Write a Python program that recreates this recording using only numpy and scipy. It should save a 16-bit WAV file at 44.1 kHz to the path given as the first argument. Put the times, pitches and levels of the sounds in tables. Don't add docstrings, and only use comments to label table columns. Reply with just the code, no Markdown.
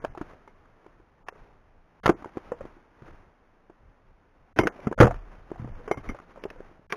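import sys
import numpy as np
from scipy import signal
from scipy.fft import rfft, irfft, next_fast_len
from scipy.io import wavfile
from scipy.ndimage import uniform_filter1d, map_coordinates

SR = 44100
rng = np.random.default_rng(int(sys.argv[2]) if len(sys.argv) > 2 else 0)


def gain_from_decibels(decibels):
    exponent = np.asarray(decibels, float) / 20
    return 10 ** exponent


def generate_wav(signal):
    frames = np.transpose(np.atleast_2d(signal))
    scaled = np.clip(frames, -1, 1) * 32767
    pcm = np.round(scaled).astype(np.int16)
    wavfile.write(sys.argv[1], SR, pcm)


N = 306936


def unit(x):
    return x / np.sqrt(np.mean(x ** 2) + 1e-20)


def along(points, hz):
    f, v = np.transpose(points)
    return np.interp(np.log(hz + 1), np.log(f + 1), v)


def wobble(rate):
    knots = rng.standard_normal(int(N * rate / SR) + 4)
    return map_coordinates(knots, [np.arange(N) * rate / SR])


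def coloured(x, points):
    m = next_fast_len(N + 8192)
    gain = gain_from_decibels(along(points, np.fft.rfftfreq(m, 1 / SR)))
    return irfft(rfft(x, m) * gain, m)[:N]


def dulled(noise, hz):
    lowpass = signal.butter(2, np.clip(hz, 100, 9000), fs=SR, output="sos")
    return unit(signal.sosfilt(lowpass, noise))


def decay(t, t60, attack):
    return gain_from_decibels(-60 * t / t60) * (1 - np.exp(-t / attack))


def ring(t, hz, t60, attack):
    return np.sin(2 * np.pi * hz * t) * decay(t, t60, attack)


def add(track, s, sound):
    part = track[round(s * SR):][:len(sound)]
    part += sound[:len(part)]


def knocks(contacts, lift_db, edge_life, crack_db, thud_db, lag):
    out, t = np.zeros(N), np.arange(SR // 8) / SR
    for s, db, body_hz, edge_hz, edge_db, t60 in contacts:
        u, noise = rng.uniform(-1.3, 1, 4), rng.standard_normal((2, len(t)))
        body = ring(t, body_hz, t60, 0.00059)
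        body += 0.36 * ring(t, body_hz * (1.6 + 0.53 * u[0]), 0.43 * t60, 0.0019)
        body += 0.3 * ring(t, body_hz * (0.62 + 0.1 * u[1]), 0.7 * t60, 0.001)

        dull = dulled(noise[0], 1.4 * body_hz)
        dull = dull - uniform_filter1d(dull, size=120)
        body += gain_from_decibels(thud_db) * dull * decay(t, 1.37 * t60, 0.0004)

        edge = ring(t, edge_hz, edge_life * t60, 0.00028)
        edge += 0.55 * ring(t, edge_hz * (0.66 + 0.03 * u[2]), edge_life * t60, 0.00047)

        sharp = dulled(noise[1], 1.34 * edge_hz)
        sharp = sharp - uniform_filter1d(sharp, size=50)
        crack = gain_from_decibels(crack_db) * sharp * decay(t, 0.97 * t60, 0.00092)

        contact = body + gain_from_decibels(edge_db) * (edge + crack)
        add(out, s + lag + 0.0011, -gain_from_decibels(db + lift_db) * contact)
    return out


def blunt(table, edge_hz, t60):
    spread = 1 + 0.15 * rng.uniform(-1.5, 1, len(table))
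    return [(s, db, hz, edge_hz * k, edge_db, t60) for (s, db, hz, edge_db), k in zip(table, spread)]


def keen(table, body_hz, t60):
    return [(s, db, body_hz, hz, edge_db, t60) for s, db, hz, edge_db in table]


# start in [s], peak in [dB], edge pitch in [Hz], edge over body in [dB].
BLADE_BITES = [(2.058, -12.5, 1010, 12.5), (2.0625, -22, 1910, 16.5), (2.0765, -12, 809, 0),
               (2.0785, -31, 2120, 11), (2.0905, -17.5, 1108, 0), (4.587, -11, 1620, 9.5),
               (4.594, -8.5, 1250, -11.5), (4.67, -14.5, 1460, 9), (4.6745, -23.5, 1320, 1)]
# start in [s], peak in [dB], body in [Hz], edge over body in [dB].
BLOCK_LANDINGS = [
    (2.092, 5, 329.4, -14.5),
    (2.0978, -3, 323, -11),
    (4.5905, 2, 348, -13.5),
    (4.599, -13.5, 233, -15),
    (4.634, -9, 391.2, -19),
    (4.6535, -16.5, 260, -28),
    (4.66, -16, 328, -20),
]
# start in [s], peak in [dB], body in [Hz], edge over body in [dB].
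BLOCK_AFTERRING = [
    (2.103, -23.5, 337, -10.5),
    (4.607, -23, 354, -5),
    (5.011, -10.5, 333, -1),
]


def chops():
    contacts = keen(BLADE_BITES, body_hz=474, t60=0.021)
    contacts += blunt(BLOCK_LANDINGS, edge_hz=750, t60=0.022)
    contacts += blunt(BLOCK_AFTERRING, edge_hz=1000, t60=0.088)
    return knocks(contacts, lift_db=2.1, edge_life=0.4, crack_db=-4.5, thud_db=-8.5, lag=0)


# start in [s], level in [dB].
HEAD_RINGS = [(.48, -55.5), (4.592, -20.5), (4.612, -29), (4.636, -33), (5.914, -27.5), (5.975, -42),
              (6.09, -33)]
# pitch in [Hz], level in [dB], t60 in [s].
HEAD_MODES = [(2120, 0, .09), (2210, -3, .05), (3050, -11, .07)]


def steel():
    out, t = np.zeros(N), np.arange(SR // 4) / SR
    for s, db in HEAD_RINGS:
        for hz, level, t60 in HEAD_MODES:
            add(out, s, gain_from_decibels(db + level + rng.normal(0, 1)) * ring(t, hz, t60, 0.00022))
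    return out * gain_from_decibels(2.5 * wobble(250))


# start in [s], peak in [dB], body in [Hz], edge over body in [dB].
STAND_CRASH = [(5.0, -3, 526, -0.05), (5.007, -1, 302, -5.5), (5.02, 0.5, 502, -14.5),
               (5.028, -9.5, 440, 0.7), (5.036, -7, 414.5, -13.5), (5.042, -7.5, 376.6, -12),
               (5.052, -9, 451, -11), (5.067, -14.5, 483, -7.5), (5.075, -17.5, 760, -16.5),
               (5.09, -25, 520, -18.5), (5.107, -21, 697, -9.5), (5.121, -39, 289.6, 0.5)]
# start in [s], peak in [dB], edge in [Hz], edge over body in [dB].
SPLINTER_TICKS = [(4.987, -24, 1300, 11.5), (5.012, -15.5, 1680, 12), (5.021, -15, 1500, 8),
                  (5.029, -16, 1260, 4.5), (5.044, -20, 1390, 4.5), (5.053, -28.5, 1400, 7),
                  (5.067, -26, 1790, 4), (5.141, -35.5, 1160, 13)]


def crash():
    contacts = blunt(STAND_CRASH, edge_hz=1250, t60=0.034)
    contacts += keen(SPLINTER_TICKS, body_hz=587, t60=0.0087)
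    return knocks(contacts, lift_db=1.3, edge_life=0.51, crack_db=-4.0, thud_db=-10.5, lag=0.0011)


# start in [s], peak in [dB], body in [Hz], edge over body in [dB].
DAMPED_TAPS = [(.0455, -14.5, 626, -3), (.221, -47, 250, -18), (.332, -37.5, 500, -7),
               (.655, -57.5, 482, 5), (1.322, -34.5, 490, -26), (2.243, -30.5, 900, -0.5),
               (2.256, -24.5, 367, -15), (2.369, -15, 350, -20), (2.377, -31, 474, -0.5),
               (2.651, -25.5, 342, -13.5), (3.02, -34.5, 360, -8.5), (4.813, -40, 451.6, -10),
               (4.912, -14.5, 358, -24.5), (4.924, -20.5, 500, -4), (5.502, -38.5, 386, -2.5),
               (5.514, -20, 356, -46), (5.674, -29.5, 464, -34), (6.052, -40.5, 290, -0.5),
               (6.186, -47.5, 785, 13), (6.198, -37, 300, 0), (6.357, -32.5, 620, -28),
               (6.602, -29.5, 400, -16), (6.711, -38, 324, -24), (6.792, -44, 239, -21)]
WOOD_CLATTER = [(.148, -33.5, 820, -10), (.173, -27.5, 350, -4), (.21, -21, 307, -7.5),
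                (.474, -43.5, 406, 3.5), (.842, -50, 408, -5), (.861, -39, 395, -3), (.997, -44, 348, -11),
                (2.22, -32.5, 285, -5), (2.517, -17.5, 494, -36), (2.606, -25.5, 541, -22),
                (2.765, -42.5, 334, -22.5), (3.696, -39, 358, -7.5), (4.789, -32.5, 560, -35.5),
                (4.8685, -9.5, 219.7, -15), (5.556, -38, 730, -8), (5.643, -26, 248, -12),
                (5.941, -40.5, 490, 5.5), (6.092, -21, 236, -9), (6.114, -33, 287, -16),
                (6.145, -34, 570, -5.5), (6.372, -33, 540, -32), (6.451, -20.5, 396, -30),
                (6.558, -39, 510, -25)]
FREE_ROLLS = [(1.352, -48, 433, -4), (2.534, -38.5, 493, -28), (2.636, -41, 308, -7),
              (3.078, -48.5, 330.7, 0), (5.798, -41, 490, -9), (5.875, -28, 432, -6),
              (5.97, -31.5, 285, -8.5), (6.089, -31.5, 407, -10), (6.927, -28, 431, -1.5)]


def loose_wood():
    contacts = blunt(DAMPED_TAPS, edge_hz=1150, t60=0.019)
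    contacts += blunt(WOOD_CLATTER, edge_hz=1050, t60=0.036)
    contacts += blunt(FREE_ROLLS, edge_hz=1000, t60=0.079)
    return knocks(contacts, lift_db=0.51, edge_life=0.55, crack_db=-1.5, thud_db=-10.5, lag=0.001)


# start in [s], peak in [dB], edge in [Hz], edge over body in [dB].
DRY_SNAPS = [(.039, -21.5, 910, -18), (3.075, -52, 1900, 6), (3.105, -51, 2190, 2), (4.8, -44.5, 2300, 3.5),
             (1.2825, -29.5, 1740, 9.5), (5.911, -9, 927, -4), (6.4355, -24.5, 2740, -2.5),
             (6.5, -43.5, 2600, 12.5), (6.507, -32.5, 1210, -19), (6.901, -36.5, 1740, 2.5),
             (6.9215, -19, 2333, 7), (6.953, -36, 2540, -6)]


def snaps():
    contacts = keen(DRY_SNAPS, body_hz=413.3, t60=0.023)
    return knocks(contacts, lift_db=-2.5, edge_life=0.69, crack_db=0.77, thud_db=-2.2, lag=0.00098)


# start in [s], level in [dB], t60 in [s].
STAND_JOLTS = [(2.058, -13.5, 0.068), (3.02, -41.5, 0.214), (2.09, -35, 0.24), (4.591, -7, 0.066),
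               (4.872, -33, 0.17), (5.002, -5, 0.28), (5.037, -8.5, 0.14), (5.597, -33.5, 0.37),
               (5.624, -34, 0.17), (5.656, -36.5, 0.24), (5.975, -33, 0.14)]
# pitch in [Hz], level in [dB], share of the jolt's t60 in [ratio].
STAND_MODES = [(36, -17.5, 3.5), (83.8, -9, 0.82), (122.6, 4, 0.67), (154, 3.5, 0.28), (206, -4.5, 0.63)]


def stand():
    out, t = np.zeros(N), np.arange(SR) / SR
    for s, db, t60 in STAND_JOLTS:
        for hz, level, share in STAND_MODES:
            add(out, s, gain_from_decibels(db + level) * ring(t, hz, share * t60, 0.0018))
    return out * gain_from_decibels(0.87 * wobble(37))


# start in [s], scuff in [dB], rumble in [dB], hold in [s].
NEEDLE_SCUFFS = [(0, -56, -49.5, 0.31), (0.56, -66.5, -59.5, 0.38), (1.396, -59, -50.5, 0.029),
                 (2.137, -55.5, -56.5, .36), (2.619, -54, -43.5, 0.026), (3.06, -57, -49.5, 0.069),
                 (3.827, -72, -56, .06), (4.702, -55, -56.5, .14), (5.044, -52, -32.5, 0.025),
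                 (5.2, -57, -46.5, .15), (5.57, -55, -46, 0.082), (5.681, -57, -37.5, 0.035),
                 (5.856, -57, -46, 0.16), (6.043, -54.5, -44.5, 0.096), (6.299, -58.5, -54.5, 0.38)]


def scuffing():
    s, scuff_db, rumble_db, hold = np.transpose(NEEDLE_SCUFFS)[:, :, None]
    t = np.arange(0, N, 64) / SR
    rise_db_per_s, fall_db_per_s, rumble_faster = 77.5, 61, 1.8
    away_db = rise_db_per_s * np.maximum(s - t, 0)
    away_db = away_db + fall_db_per_s * np.maximum(t - s - hold, 0)

    def total(db, still_db):
        power = gain_from_decibels(2 * still_db) + gain_from_decibels(2 * db).sum(axis=0)
        return np.interp(np.arange(N) / SR, t, 10 * np.log10(power))

    return total(scuff_db - away_db, -66.5), total(rumble_db - rumble_faster * away_db, -59.5)


# pitch in [Hz], density in [dB per Hz].
HUSH_COLOUR = [(88, -28), (150, -4), (297, -6), (813, -9), (1870, -15), (3900, -23), (5070, -51),
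               (8580, -120)]
# pitch in [Hz], density in [dB per Hz].
RUMBLE_COLOUR = [(12, -31.5), (20, 7.5), (49, -8), (93, -9), (119, -12.5), (200, -31), (260, -55),
                 (440, -120)]


def ground():
    scuff_db, rumble_db = scuffing()
    hush_db = -60.5
    effort = np.clip((scuff_db - hush_db) / 9, 0, 1)
    grains = gain_from_decibels(effort * (3 * wobble(160) + 4 * wobble(35)) + 0.4 * wobble(20))
    hush = unit(coloured(grains * rng.standard_normal(N), HUSH_COLOUR))
    rumble = unit(coloured(rng.standard_normal(N), RUMBLE_COLOUR) * gain_from_decibels(3.4 * wobble(19)))
    return gain_from_decibels(scuff_db + 3.0) * hush + gain_from_decibels(rumble_db + 1.4) * rumble


# pitch in [Hz], t60 in [s].
TREE_TAIL = [(200, 0.26), (1000, 0.14), (4000, 0.17)]


def trees(x):
    hz, t, z = signal.stft(rng.standard_normal(SR // 2), SR, nperseg=256)
    fading = gain_from_decibels(-60 * t / along(TREE_TAIL, hz)[:, None])
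    dull = (hz < 4000)[:, None]
    tail = signal.istft(z * fading * dull, SR, nperseg=256)[1]
    return signal.fftconvolve(x, tail / np.linalg.norm(tail))[:N]


def scene():
    wood = chops() + steel() + crash() + loose_wood() + snaps()
    return (wood + gain_from_decibels(-31.5) * trees(wood) + stand() + ground())[None]


# pitch in [Hz], response in [dB].
MIC_RESPONSE = [(20, -4), (1500, 0.5), (2500, -2.5), (3500, -5), (3950, -3.5)]


def microphone(x):
    return coloured(x, MIC_RESPONSE + [(4100, -88)])


# time in [s], clipping level in [full scale].
OVERLOAD_CEILING = [(0, .32), (2.07, .32), (2.09, .38), (4.6, .32), (4.67, .4), (4.99, .79), (7, .79)]


def overload(x, seconds):
    top = np.interp(seconds, *np.transpose(OVERLOAD_CEILING))
    return x / (1 + np.abs(x / top) ** 8) ** (1 / 8)


def camera_blocks(x, noise_db, ahead_db, after_db, own_db):
    to_edge = np.minimum(np.arange(288) + 0.5, 287.5 - np.arange(288))
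    fade = np.sin(np.pi / 2 * np.clip(to_edge / 32, 0, 1))
    z = signal.stft(np.pad(x, (232, 0)), window=fade, nperseg=288, noverlap=32)[2]
    size = np.sqrt(np.abs(uniform_filter1d(np.abs(z) ** 2, size=10, axis=0)))
    grit = (rng.standard_normal(z.shape) + 1j * rng.standard_normal(z.shape)) / np.sqrt(2)

    bright = size[36:].mean(axis=0)
    ahead = gain_from_decibels(ahead_db) * (np.roll(bright, -1) - 2 * bright)
    after = gain_from_decibels(after_db) * (np.roll(bright, 1) - 2 * bright)
    own = gain_from_decibels(own_db) * size.max(axis=0)
    mask = np.max([ahead, after, own], axis=0)
    tilt = gain_from_decibels(np.linspace(-4, 7, len(z)))[:, None]
    kept = np.clip(2 * size / (tilt * mask + 1e-12) - 1, 0, 1)

    gritty = kept * (z + gain_from_decibels(noise_db) * size * grit)
    return signal.istft(gritty, window=fade, nperseg=288, noverlap=32)[1][232:][:len(x)]


def top_cut(x):
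    return signal.sosfilt(signal.butter(12, 16410, fs=SR, output="sos"), x)


def record(dry):
    camera_sr = 8000
    fine = np.arange(N) / SR
    coarse = np.arange(N * camera_sr // SR + 2) / camera_sr
    x = np.interp(coarse, fine, microphone(dry[0]))
    x = overload(x, coarse)
    x = camera_blocks(x, noise_db=-18, ahead_db=-20, after_db=-25, own_db=-48)
    mix = np.interp(fine, coarse, x)[None]
    return top_cut(mix)


dry = scene()
out = record(dry)
generate_wav(out)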